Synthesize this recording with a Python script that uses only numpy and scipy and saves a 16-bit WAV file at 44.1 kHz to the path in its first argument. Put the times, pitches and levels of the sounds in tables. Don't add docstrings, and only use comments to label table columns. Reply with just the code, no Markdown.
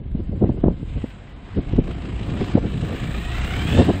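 import sys
import numpy as np
from scipy import signal
from scipy.io import wavfile
from scipy.ndimage import uniform_filter1d

SR = 44100
rng = np.random.default_rng(int(sys.argv[2]) if len(sys.argv) > 2 else 0)


def file_out(sig):
    cols = np.atleast_2d(sig).T
    lim = np.clip(cols, -1, 1)
    pcm = np.round(lim * 32767).astype(np.int16)
    wavfile.write(sys.argv[1], SR, pcm)


def gain_from_decibels(decibels):
    exponent = np.asarray(decibels, float) / 20
    return 10 ** exponent


N = 176400


def rms_one(x):
    return x / np.sqrt(np.mean(x ** 2) + 1e-20)


def in_time(rows):
    start_s, *columns = np.transpose(rows)
    return [np.interp(np.arange(N) / SR, start_s, column) for column in columns]


def cut(x, hz, kind, order=2):
    return signal.sosfilt(signal.butter(order, hz, kind, fs=SR, output="sos"), x)


def drift(rate_hz):
    pole = np.exp(-40 * np.pi * rate_hz / SR)
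    white = rng.standard_normal(N // 20 + 2002)
    slow = signal.lfilter([1], [1, -2 * pole, pole * pole], white)[2000:]
    return np.interp(np.arange(N) / 20, np.arange(len(slow)), rms_one(slow))


# start_s [s], flutter_db [dB], rumble_db [dB]
WIND_GUSTS = [(0.0, -31.5, -37), (0.18, -55.5, -20.5), (0.39, -28.5, -31.5), (0.46, -21.5, -29.5),
              (0.61, -28, -26), (0.68, -30, -13), (0.78, -39.5, -32.5), (1.01, -47, -21.5),
              (1.09, -45.5, -48), (1.46, -44, -37.5), (1.76, -31, -21.5), (2.0, -34, -34),
              (2.57, -25, -26.5), (3.1, -30.5, -35.5), (3.36, -42, -24), (3.75, -19.5, -26.5),
              (3.91, -24, -27), (4.0, -41.5, -36)]


def wind():
    flutter_db, rumble_db = in_time(WIND_GUSTS)
    white = rng.standard_normal((2, N))
    lumps = np.minimum(drift(20), 1)
    flutter = rms_one(cut(cut(white[0], 77, "high"), 170, "low"))
    flutter = cut(flutter, 540, "low")
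    rumble = rms_one(cut(cut(white[1], 31, "high"), 64.8, "low"))
    flutter = gain_from_decibels(flutter_db + 3 + 4 * lumps) * flutter
    return flutter + gain_from_decibels(rumble_db + 0.5 * drift(15)) * rumble


# centre_s [s], level_db [dB], width_s [s], pitch_hz [Hz]
EDDIES = [(.154, -17, 0.01, 160), (.196, -20.5, 0.03, 170), (.295, -24, 0.0099, 148),
          (0.333, -21.5, 0.031, 210), (0.425, -11.5, 0.021, 239), (0.443, -7, 0.0091, 253),
          (0.496, -15.5, 0.01, 297), (.641, -11.5, 0.0082, 371), (0.669, -12, 0.029, 240),
          (0.684, -10.5, 0.0041, 304), (0.708, -17.5, 0.027, 177), (0.83, -23.5, 0.017, 208),
          (0.972, -24, 0.027, 220), (1.044, -16.5, 0.0085, 231), (1.583, -12.5, 0.031, 193),
          (1.737, -14, 0.013, 154), (1.79, -6.5, 0.018, 159), (1.89, -27, 0.054, 270),
          (2.928, -25.5, 0.097, 275), (2.38, -30.5, 0.071, 265), (2.416, -14.5, 0.032, 218),
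          (2.555, -9, 0.011, 230), (2.578, -11, 0.015, 328), (2.641, -20.5, 0.028, 238),
          (2.854, -24, 0.048, 223), (3.583, -21, 0.015, 205), (3.622, -29, 0.0076, 270),
          (3.716, -35, 0.03, 202), (3.802, -6.5, 0.043, 292), (3.898, -9.5, 0.032, 281)]


def buffets():
    spike_db, spike_cycles, spike_under_s = 9, 0.23, 0.027
    out = np.zeros(N + 8192)
    t = np.arange(-4096, 4096) / SR
    whites = rng.standard_normal((len(EDDIES), 8192))
    for (centre_s, level_db, width_s, pitch_hz), white in zip(EDDIES, whites):
        swing = cut(white, 0.38 * pitch_hz, "high")
        swing = cut(swing, 0.44 * pitch_hz, "low", order=1)
        swing = rms_one(cut(swing, 1.976 * pitch_hz, "low", order=3))
        swing = swing / np.sqrt(uniform_filter1d(swing ** 2, size=400) + 0.024)
        u = t * pitch_hz / spike_cycles
        spike = (1 - u * u + 0.68 * u) * np.exp(-u * u / 2)
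        spike_gain = gain_from_decibels(spike_db) * np.exp(-(width_s / spike_under_s) ** 2)
        swing = swing + np.sign(white[0]) * spike_gain * spike
        envelope = gain_from_decibels(level_db - 7.7 * np.abs(2 * t / width_s) ** 2.1)
        i = int(centre_s * SR)
        out[i:i + 8192] += envelope * swing
    return out[4096:N + 4096]


# start_s [s],
# level_db # [dB], throb_depth [0-1], tilt_db [dB per octave]
AIRCRAFT_HISS = [(0, -60.5, 0.3, -0.5), (.42, -53.5, 0.1, 0.5), (.75, -56, 0.1, 0), (1.0, -48, 0.16, 0.5),
                 (1.37, -52, 0, -3), (1.58, -48.5, .2, -1), (1.9, -44, 0.3, -1.27),
                 (2.54, -40.5, 0.26, -0.54), (2.6, -45, 0.15, 0), (2.78, -40, 0.29, -0.3),
                 (3.2, -37.5, 0.15, 0.4), (3.65, -34, 0.26, 0.6), (3.79, -30, 0, 1.1), (3.88, -34, 0.1, 0),
                 (4.0, -36, .2, -1)]
# band_hz [Hz], level_db [dB per Hz]
HISS_COLOUR = [(300, 4), (1200, 0), (3300, -0.5), (4300, -11.5), (5460, -19.5), (8500, -21), (10500, -65),
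               (15800, -52)]
# centre_hz [Hz], width_hz [Hz], level_db [dB]
RESONANCES = [(470, 100, -28), (703, 31, -12), (7910, 1360, -19.5), (14200, 1700, -26)]


def hiss(turn):
    level_db, depth, tilt_db = in_time(AIRCRAFT_HISS)
    colour_hz, colour_db = np.transpose(HISS_COLOUR)
    edges = 200 * 2 ** np.arange(0, 6.4, 1 / 3)
    white = rng.standard_normal((2, N))
    together = drift(8.4)
    air = 0
    for k, (low, high) in enumerate(zip(edges, edges[1:])):
        db = np.interp(np.log(low * high) / 2, np.log(colour_hz), colour_db)
        patches_db = 1.5 * (together + drift(4))
        band = cut(white[k % 2], [low, high], "band", order=3)
        air = air + gain_from_decibels(db + tilt_db * np.log2(low / 1800) + patches_db) * band
    air = rms_one(air)
    for hz, width_hz, db in RESONANCES:
        ring = rms_one(cut(white[0], [hz - width_hz / 2, hz + width_hz / 2], "band"))
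        air = air + gain_from_decibels(db + tilt_db * np.log2(hz / 1800)) * ring
    throb = np.exp(depth * (0.62 * np.cos(turn / 2) + 0.74 * np.cos(turn) + 0.3 * drift(60)))
    return gain_from_decibels(level_db + 2.5) * air * throb


# multiple [of tooth-mesh rate], level_db [dB]
GEAR_PARTIALS = [(1, -5), (2, 1.5), (3, 3), (4, 2.5)]


def gears(turn, whine_db):
    ratio, blur_hz, throb = 10.7, 48, 0.6
    whine = 0
    for k, db in GEAR_PARTIALS:
        mesh = k * ratio * turn
        whine = whine + gain_from_decibels(db) * (np.sin(mesh) * drift(blur_hz) + np.cos(mesh) * drift(blur_hz))
    return gain_from_decibels(whine_db) * whine * (1 + throb * np.cos(turn / 2))


# multiple [of firing rate], level_db [dB over the beat]
EXHAUST_ORDERS = [(1, 3.5), (2, -3), (3, -8), (4, -15), (5, -20), (6, -24)]


def exhaust(turn, beat_db):
    beat = 0
    for k, db in EXHAUST_ORDERS:
        shimmer_db = 2.2 * drift(9.6)
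        beat = beat + gain_from_decibels(db + shimmer_db) * np.sin(k * turn + k * k)
    return gain_from_decibels(beat_db) * beat


# start_s [s], firing_hz [Hz], beat_db [dB], whine_db [dB]
ENGINE_RUN = [(0, 50, -46, -75), (1.0, 48, -43, -68), (1.35, 46, -44, -70), (1.55, 48.5, -40, -68),
              (1.75, 53.5, -36, -65), (2.1, 57, -34, -62), (2.4, 56, -34, -60), (2.8, 53, -35, -57),
              (3.02, 53.5, -35, -52), (3.3, 59.8, -29, -47), (3.48, 66, -27, -44.5), (3.62, 73, -25, -42.5),
              (3.8, 84.6, -21, -40.5), (3.87, 88, -23, -54), (4.0, 95, -28, -57)]


def aircraft():
    firing_hz, beat_db, whine_db = in_time(ENGINE_RUN)
    turn = 2 * np.pi * np.cumsum(firing_hz) / SR
    return exhaust(turn, beat_db) + gears(turn, whine_db) + hiss(turn)


def scene():
    mid = aircraft() + wind() + buffets()
    side = cut(cut(mid, 680, "high", order=5), 9000, "low", order=1)
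    side = gain_from_decibels(-20) * side
    return np.array([mid - side, mid + side])


# band_hz [Hz], threshold_db [dB in a -30 dB moment]
MASKING = [(3000, -110), (4600, -99.5), (6000, -98), (9000, -92), (12000, -83.5), (16000, -92)]


def thin(pair):
    mid_side = np.array([pair[0] + pair[1], pair[0] - pair[1]]) / 2
    hz, _, z = signal.stft(mid_side, SR, "cosine", 2048)
    power = np.abs(z[:, :1024]) ** 2 + 1e-20
    band_power = power.reshape(2, 64, 16, -1).mean(axis=2)
    band_db = 10 * np.log10(band_power).repeat(16, axis=1)
    moment_db = 10 * np.log10(power[0].sum(axis=0))
    moments = len(moment_db)

    floor_db = np.interp(hz[:1024], *np.transpose(MASKING))[:, None] + 0.9 * (moment_db + 30)
    flicker = rng.standard_normal(moments)
    flicker = flicker + rng.standard_normal((64, moments)).repeat(16, axis=0) / 2
    floor_db = floor_db + 3.5 * flicker
    side_chance_db = 5.5 * rng.standard_normal((64, moments)).repeat(16, axis=0)
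    side_floor_db = -87 - 1.5 * (moment_db + 22) + side_chance_db

    z[:, :1024] *= np.array([band_db[0] > floor_db, band_db[1] > side_floor_db])
    mid, side = signal.istft(z, SR, "cosine", 2048)[1][:, :N]
    return np.array([mid + side, mid - side])


def band_limit(x):
    return signal.sosfilt(signal.butter(12, 16120, fs=SR, output="sos"), x)


def record(dry):
    rounded = 1.371 * np.tanh(dry / 1.667)
    return band_limit(thin(rounded))


dry = scene()
out = record(dry)
file_out(out)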